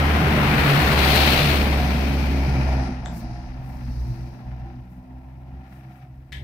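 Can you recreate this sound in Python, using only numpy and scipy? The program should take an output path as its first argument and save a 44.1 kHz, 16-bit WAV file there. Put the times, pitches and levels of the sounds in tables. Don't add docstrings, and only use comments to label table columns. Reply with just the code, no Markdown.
import sys
import numpy as np
from scipy import signal
from scipy.fft import rfft, irfft, next_fast_len
from scipy.io import wavfile

SR = 44100
rng = np.random.default_rng(int(sys.argv[2]) if len(sys.argv) > 2 else 0)


def wav_record(signal):
    frames = np.transpose(np.atleast_2d(signal))
    bounded = np.clip(frames, -1, 1)
    quanta = np.round(bounded * 32767).astype(np.int16)
    wavfile.write(sys.argv[1], SR, quanta)


N = 283563

# time in seconds, exhaust pulses per second.
PULSE_RATE = [(0, 72.7), (.3, 75.3), (.72, 71), (1.1, 69.4), (1.5, 71.6), (1.8, 68.2), (2.3, 68),
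              (2.75, 65.3), (3.1, 61.6), (3.4, 61.4), (3.65, 64.4), (4.05, 60.8), (4.5, 62.3), (4.9, 62.4),
              (5.35, 65), (5.75, 65), (6.1, 64.6), (6.43, 68)]
# time in seconds, share of the stream from 0 to 1.
JET_SHARE = [(0, 1), (1.8, 1), (2.5, .6), (3.0, 0)]
# time in seconds, lag of left behind right in seconds.
LEFT_LAG = [(0, .0002), (2.7, .0003), (3.1, -.0004), (5.4, -.0004), (5.8, -.0001)]
# time in seconds, level in dB.
NOTE_LEVEL = [(0, -18.5), (.4, -17.5), (1.1, -19.5), (2.0, -21), (2.74, -19.5), (2.93, -33), (3.65, -39),
              (4.05, -27), (4.3, -38.5), (4.65, -35.5), (4.9, -45), (5.58, -41.5), (5.85, -49), (6.1, -48),
              (6.43, -36)]
# centre and half length in seconds, gains of first and second order in dB.
NOTE_WAVERS = [(0.047, 0.22, 1, 1.5), (0.36, 0.26, -7, 4.5), (0.573, 0.018, -25, 5),
               (0.735, 0.076, -14, 14), (0.927, 0.039, -6, 6), (1.402, 0.064, -10, 4.5),
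               (2.05, 0.36, -2.5, -6), (2.55, 0.098, -1.5, 6.5), (3.6, 0.077, 1, 3), (3.87, 0.076, 2.5, 6),
               (4.142, 0.084, -8.5, 7), (4.378, 0.056, -34, -3), (4.482, 0.038, 4, 6.5),
               (5.051, 0.026, -9, -12), (5.143, .04, 5.5, -1.5), (5.24, 0.043, 2, -9), (5.581, 0.036, 7, 2),
               (5.66, 0.028, -3, -14), (6.283, 0.028, -25, -6)]
# time in seconds, level in dB.
EXHAUST_LEVEL = [(0, -23), (.6, -21.5), (1.3, -23.5), (1.8, -25), (2.35, -26), (2.87, -29.5), (2.97, -37.5),
                 (3.2, -38), (3.5, -40), (3.87, -42.5), (4.55, -42), (4.9, -48.5), (5.6, -47),
                 (6.25, -50.5), (6.43, -46)]
# multiple of the pulse rate, gain in dB.
UPPER_ORDERS = [(2.75, -14.5), (3, -9.5), (4, -8), (5, -18), (5.5, -20)]
# time in seconds, gain in dB.
BURBLE_GAIN = [(0, -4.5), (1.4, -1), (2.5, -4.5), (3.1, -3.5), (3.5, -10.5), (3.9, -5.5), (5.3, -9),
               (5.8, -8), (6.2, -9.5), (6.4, -2.5)]
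# centre and half length in seconds, gain in dB.
GAS_SWELLS = [(1.178, 0.26, 6), (2.245, 0.27, -4), (2.708, 0.1, 3.5), (3.084, 0.061, 7),
              (3.748, 0.055, 4.5), (4.45, 0.066, 2.5), (4.67, 0.06, 3.5), (5.201, .25, 3), (6.25, 0.16, -5)]
# centre and half length in seconds, pulse-rate multiple, level in dB.
ORDER_SWELLS = [(1.2, .15, 11, -32), (1.85, .12, 10.75, -39), (2.66, .12, 10, -41), (2.83, .08, 12.5, -42),
                (2.84, .05, 4, -36), (3.13, .04, 2.75, -34), (3.2, .1, 3.75, -39), (3.25, .25, 11.5, -47),
                (3.3, .2, 5.25, -48), (3.41, .07, 13.5, -51), (3.72, .08, 12, -48), (3.87, .045, 3.75, -41),
                (4.17, .12, 5.5, -48), (4.46, .08, 12, -50), (4.68, .04, 5.5, -49), (4.68, .07, 12.5, -53),
                (4.76, .04, 4, -45), (4.95, .08, 3, -49), (5.08, .08, 11.25, -58), (5.1, .2, 4, -52),
                (5.65, .08, 11.75, -53), (5.85, .09, 5, -56), (5.94, .13, 11.25, -53), (5.95, .13, 12, -58)]
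# time in seconds, level in dB, treble gain in dB, rasp gain in dB.
JET_LEVELS = [(0, -28, -15.5, -15), (.38, -26.5, -15, -27), (.52, -26, -12, -2.5), (.72, -23.5, -10.5, -19),
              (.95, -26, -6.5, -7), (1.14, -25.5, -0.5, -7), (1.33, -27, 0.5, -3.5), (1.52, -28.5, -3, -5),
              (1.7, -33.5, -6.5, -6.5), (2.0, -36.5, -7.5, -5), (2.3, -41, -6, -1), (2.75, -43.5, -20, -3),
              (3.0, -86, -19, -11), (3.4, -100, 0, 0)]
# centre and half length in seconds, level in dB.
FIZZ_WISPS = [(1.162, 0.011, -40), (3.176, 0.043, -54.5), (3.707, .07, -68), (4.01, 0.29, -68.5),
              (4.932, 0.048, -78), (5.756, 0.064, -71.5), (5.953, 0.071, -77)]
# time in seconds, level in dB.
BUFFET_LEVEL = [(0, -43), (.35, -33), (1.5, -28), (2.1, -38), (3.7, -39.5), (4.0, -34), (4.4, -51),
                (5.3, -61.5), (6.02, -76), (6.2, -48.5), (6.43, -50)]
# time in seconds, level in dB.
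MACHINERY_LEVEL = [(2.4, -43.5), (2.83, -40), (3.0, -49.5), (3.4, -53), (4.2, -56.5), (4.7, -58.5),
                   (4.9, -64.5), (5.4, -64), (5.75, -58), (6.03, -61), (6.1, -67.5)]
# time in seconds, gain in dB.
WHIRR_GAIN = [(2.0, -3.5), (2.5, -5.5), (3.0, -11), (3.35, -5.5), (3.62, -13.5), (3.95, -3.5), (4.2, -5.5),
              (4.5, -13), (5.6, -17), (5.75, -15.5), (6.1, -15)]
# start in seconds, ring level in dB, crack level in dB, crack frequency in Hz,
# seconds for the force to fall 60 dB.
CONTACTS = [(3.0527, -60, -33, 5900, .025), (3.0588, -42, -22, 7500, .004), (3.059, -40, -16, 3000, .005),
            (3.0592, -42, -14, 1400, .007), (6.3213, -30, -35, 4000, .016), (6.3245, -27, -23, 3350, .024),
            (6.3298, -26, -19, 2050, .011), (6.351, -35, -38, 2050, .014), (6.371, -34, -33, 3400, .014),
            (6.382, -36, -38, 3400, .014)]
# frequency in Hz, width in Hz, gain in dB.
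SHELL_MODES = [(660, 40, -12), (712, 26, -7), (748, 24, 1.5), (851, 30, -14)]
METAL_MODES = [(680, 36, 22), (1690, 110, 8), (1950, 100, 8), (2120, 80, 6.5), (2260, 110, 5),
               (2620, 160, -8), (3080, 140, -1), (3370, 110, 2), (3560, 120, 1.5), (4400, 400, -13),
               (8400, 800, -1)]
# frequency in Hz, relative spectral density in dB.
BURBLE_SPECTRUM = [(70, -30), (105, 1), (155, 8), (180, 6.5), (215, 8.5), (250, 4.5), (292, -5),
                   (345, -2.5), (385, -8.5), (420, -4), (460, -7.5), (600, -6)]
GAS_SPECTRUM = [(330, -15), (450, -27.5), (570, -4), (660, -1), (750, 2.5), (800, 0), (900, -1.5),
                (1040, -6.5), (1250, -30)]
RUSH_SPECTRUM = [(90, -8), (200, 3.5), (300, -8), (400, 4.5), (520, 0), (750, -2.5), (1080, 4), (1350, 5),
                 (1800, 3.5), (2400, 0), (3200, -6), (4500, -23), (7000, -49)]
HISS_SPECTRUM = [(1800, -9), (2700, 5), (3300, 1.5), (4300, 3), (5200, -7), (6200, -12.5), (7300, -30.5),
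                 (10000, -32.5)]
RASP_SPECTRUM = [(1500, -19), (2050, -4.5), (2450, 1), (2750, -17), (3200, -25), (4000, -33.5)]
FIZZ_SPECTRUM = [(3500, -25), (5500, -1), (7300, -2), (8500, -0.5), (10000, -0.5), (12200, 2.5),
                 (15000, 3.5)]
BUFFET_SPECTRUM = [(12, -14.5), (22, -20.5), (38, -2.5), (50, 2), (75, -12), (130, -43.5)]
CLATTER_SPECTRUM = [(750, -24.5), (1120, 0.5), (1260, 1.5), (1380, 5.5), (1500, -1.5), (1750, 2.5),
                    (2200, -2), (2430, -1.5), (2600, -3.5), (2900, -8), (3400, -13), (4000, -13.5),
                    (5000, -39.5), (8000, -39)]
WHIRR_SPECTRUM = [(3000, -29.5), (3900, -4.5), (4400, -2.5), (4900, 0), (5600, -3), (6300, -7.5),
                  (7200, -22.5), (10000, -17)]
# frequency in Hz, left-right correlation.
CORRELATION = [(60, .99), (130, .96), (290, .92), (640, .58), (1300, -.05), (3000, 0), (15000, 0)]
# frequency in Hz, left minus right in dB.
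LEFT_EXCESS = [(100, -.8), (750, -1), (1250, 3), (2200, 8.5), (4500, 8.6), (15000, 7.6)]


def exhaust_note(pulses, lag_pulses, exhaust_db, in_jet):
    note_db, = in_time(NOTE_LEVEL)
    first_db = note_db + sum(db * bell(s, half_s) for s, half_s, db, _ in NOTE_WAVERS)
    second_db = -28 + .64 * (note_db + 18)
    second_db += sum(db * bell(s, half_s) for s, half_s, _, db in NOTE_WAVERS)
    at_ears = pulses + lag_pulses * np.array([[-1], [1]]) / 2
    shake_db = .7 + 1.5 * (1 - in_jet) ** 2 + 2.2 * bell(.45, .45)
    note = from_db(first_db) * order(at_ears, 1, shake_db, jitter_rad=.13)
    note += from_db(second_db) * order(at_ears + .2, 2, shake_db=3.5, jitter_rad=.31 + .5 * in_jet)
    for multiple, gain_db in UPPER_ORDERS:
        overtone = order(at_ears, multiple, shake_db=3.4, jitter_rad=.4 + .55 * in_jet)
        note += from_db(exhaust_db + gain_db - 4.4 * in_jet + 2.4 * drift(4)) * overtone
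    return note


def burble(pulses, exhaust_db):
    gain_db, = in_time(BURBLE_GAIN)
    return from_db(exhaust_db + gain_db) * noise(BURBLE_SPECTRUM, puffs(pulses, depth_db=3, uneven_db=0))


def pipe_boom(exhaust_db, in_jet):
    hz, width_hz = 129.6, 18
    boom = resonance(resonance(rng.standard_normal(N), hz, width_hz), hz, 2 * width_hz)
    return from_db(exhaust_db - 9) * in_jet * rms_one(boom)


def silencer_gas(pulses, exhaust_db, in_jet):
    swell_db = sum(db * bell(s, half_s) for s, half_s, db in GAS_SWELLS)
    putter = puffs(pulses, depth_db=1.4, uneven_db=.8, chug_db=1)
    return from_db(exhaust_db + swell_db - 10.5 + 1.5 * in_jet) * noise(GAS_SPECTRUM, putter)


def silencer_shell(pulses, exhaust_db, in_jet):
    count = np.floor(pulses + .04 * drift(40))
    fired = np.diff(count, prepend=0) > 0
    accent_db = 3 * (count % 4 == 0)
    knocks = fired * from_db(1.2 * rng.standard_normal(N) + accent_db)
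    ring = sum(from_db(db) * resonance(knocks, hz, width_hz) * (-1) ** k
               for k, (hz, width_hz, db) in enumerate(SHELL_MODES))
    return from_db(exhaust_db - 20.5 + .5 * in_jet) * rms_one(ring)


def singing_orders(pulses):
    rattle = puffs(pulses, depth_db=2, uneven_db=3, chug_db=1.5)
    singing = 0
    for multiple in sorted({row[2] for row in ORDER_SWELLS}):
        swell = sum(from_db(db) * bell(s, half_s) for s, half_s, m, db in ORDER_SWELLS if m == multiple)
        tone = order(pulses, multiple, shake_db=3, jitter_rad=.3 + .04 * multiple)
        singing += swell * rms_one(tone * rattle ** (multiple / 12))
    return singing


def exhaust_stream(pulses):
    jet_db, bright_db, rasp_db = in_time(JET_LEVELS)
    buffet_db, = in_time(BUFFET_LEVEL)
    eddies = puffs(pulses, depth_db=.8, uneven_db=.4, chug_db=.7) * from_db(.63 * drift(250))
    spitting = puffs(pulses, depth_db=1.2, uneven_db=1.8, chug_db=.8)
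    rush = from_db(jet_db + .68) * noise(RUSH_SPECTRUM, eddies)
    hiss = from_db(jet_db + 2 + bright_db) * noise(HISS_SPECTRUM, eddies * spitting ** .5)
    rasp = from_db(jet_db + rasp_db) * noise(RASP_SPECTRUM, spitting)
    wisps = sum(from_db(db) * bell(s, half_s) for s, half_s, db in FIZZ_WISPS)
    steady_air = from_db(-79.5)
    fizz = (from_db(jet_db - 8.5 + .69 * bright_db) + wisps + steady_air) * noise(FIZZ_SPECTRUM, eddies)
    buffet = from_db(buffet_db) * noise(BUFFET_SPECTRUM, 1)
    return rush + hiss + rasp + fizz + buffet


def machinery(pulses):
    level_db, = in_time(MACHINERY_LEVEL)
    whirr_db, = in_time(WHIRR_GAIN)
    ticks = puffs(2 * pulses, depth_db=.8, uneven_db=1.7)
    chug = puffs(pulses, depth_db=0, uneven_db=0, chug_db=.9)
    meshing = puffs(2 * pulses, depth_db=.5, uneven_db=1.2)
    clatter = from_db(-1.85) * noise(CLATTER_SPECTRUM, ticks * chug)
    whirr = from_db(whirr_db) * noise(WHIRR_SPECTRUM, meshing)
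    return from_db(level_db) * (clatter + whirr)


def tool_on_metal():
    t = np.arange(SR // 2) / SR
    force, cracks = np.zeros((2, N + SR))
    for start_s, ring_db, crack_db, crack_hz, decay_s in CONTACTS:
        start = round(start_s * SR)
        pressure = from_db(-60 * t / decay_s)
        force[start:start + len(t)] += from_db(ring_db) * pressure
        snap = resonance(pressure * rng.choice([-1, 1], len(t)), crack_hz, width_hz=800)
        cracks[start:start + len(t)] += from_db(crack_db) * resonance(snap, crack_hz, width_hz=2200)
    scrapes = force[:N] * rng.choice([-1, 1], (len(METAL_MODES), N))
    ring = sum(from_db(db) * resonance(scrape, hz, width_hz)
               for scrape, (hz, width_hz, db) in zip(scrapes, METAL_MODES))
    ring = signal.sosfilt(signal.butter(2, [1450, 4300], "band", fs=SR, output="sos"), ring)
    bright_edge = from_db(-22) * resonance(scrapes[0], hz=12000, width_hz=3600)
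    return ring + cracks[:N] + bright_edge


def tiled_room(direct, t60_s=.3):
    t = np.arange(SR // 2) / SR
    echoes = rng.standard_normal((2, len(t))) * from_db(-60 * t / t60_s) * (t > .004)
    echoes /= np.sqrt(np.sum(echoes[0] ** 2))
    reverberation = signal.fftconvolve(direct[None], echoes, axes=1)[:, :N]
    room_db = np.interp(np.arange(N) / SR, [3, 6], [-1, 2])
    return direct + from_db(room_db) * reverberation


def order(pulses, multiple, shake_db, jitter_rad):
    phase = 2 * np.pi * multiple * pulses + jitter_rad * drift(13)
    return np.sqrt(2) * np.cos(phase) * from_db(shake_db * drift(24))


def puffs(pulses, depth_db, uneven_db, chug_db=0):
    strength = np.interp(pulses, np.arange(1000), rng.standard_normal(1000))
    chug = chug_db * np.cos(np.pi / 2 * pulses)
    return from_db(depth_db * np.cos(2 * np.pi * pulses) + chug + uneven_db * strength)


def noise(spectrum, envelope):
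    size = next_fast_len(N + 4096)
    hz = np.maximum(np.arange(size // 2 + 1) * SR / size, 1)
    mid, side = rfft(rng.standard_normal((2, N)) * envelope, size)
    alike, sides = at_hz(CORRELATION, hz), np.array([[1], [-1]])
    stereo = np.sqrt(1 + alike) * mid + sides * np.sqrt(1 - alike) * side
    octaves_outside = np.abs(np.log2(hz / np.clip(hz, spectrum[0][0], spectrum[-1][0])))
    gain = from_db(at_hz(spectrum, hz) - 33 * octaves_outside + sides * at_hz(LEFT_EXCESS, hz) / 2)
    return rms_one(irfft(gain * stereo, size)[:, :N])


def resonance(x, hz, width_hz):
    r = np.exp(-np.pi * width_hz / SR)
    gain = (1 - r * r) / 2
    return signal.lfilter([gain, 0, -gain], [1, -2 * r * np.cos(2 * np.pi * hz / SR), r * r], x + 1e-18)


def drift(rate_hz):
    step, settling = 20, 2000
    r = np.exp(-2 * np.pi * rate_hz * step / SR)
    white = rng.standard_normal(N // step + settling + 2)
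    slow = signal.lfilter([1], [1, -2 * r, r * r], white)[settling:]
    return np.interp(np.arange(N) / step, np.arange(len(slow)), rms_one(slow))


def bell(centre_s, half_s):
    return np.exp(-np.minimum(((np.arange(N) / SR - centre_s) / half_s) ** 2, 40))


def in_time(rows):
    times_s, *columns = np.transpose(rows)
    return [np.interp(np.arange(N) / SR, times_s, column) for column in columns]


def at_hz(points, hz):
    known_hz, values = np.transpose(points)
    return np.interp(np.log(hz), np.log(known_hz), values)


def from_db(db):
    return 10 ** (np.asarray(db) / 20)


def rms_one(x):
    return x / np.sqrt(np.mean(np.atleast_2d(x).mean(axis=0) ** 2) + 1e-20)


def saturate(x, ceiling):
    return x / (1 + (x / ceiling) ** 4) ** (1 / 4)


def scene():
    pulse_hz, = in_time(PULSE_RATE)
    in_jet, = in_time(JET_SHARE)
    lag_s, = in_time(LEFT_LAG)
    exhaust_db, = in_time(EXHAUST_LEVEL)
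    pulses = np.cumsum(pulse_hz) / SR
    low = exhaust_note(pulses, lag_s * pulse_hz, exhaust_db, in_jet)
    low += burble(pulses, exhaust_db) + pipe_boom(exhaust_db, in_jet)
    low *= from_db(3.5 * in_jet)
    silencer = silencer_gas(pulses, exhaust_db, in_jet) + silencer_shell(pulses, exhaust_db, in_jet)
    engine = low + silencer + singing_orders(pulses) + exhaust_stream(pulses) + machinery(pulses)
    to_left = from_db([[4.4], [-4.4]])
    return engine + to_left * tiled_room(tool_on_metal())


def record(dry):
    bass_hz, cutoff_hz = 340, 15600
    bass_band = signal.butter(4, bass_hz, fs=SR, output="sos")
    bass = signal.sosfiltfilt(bass_band, dry)
    evened = dry + signal.sosfiltfilt(bass_band, saturate(bass, ceiling=.155) - bass)
    top_cut = signal.ellip(12, .1, 90, cutoff_hz, fs=SR, output="sos")
    return signal.sosfilt(top_cut, saturate(evened, ceiling=.8))


dry = scene()
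out = record(dry)
wav_record(out)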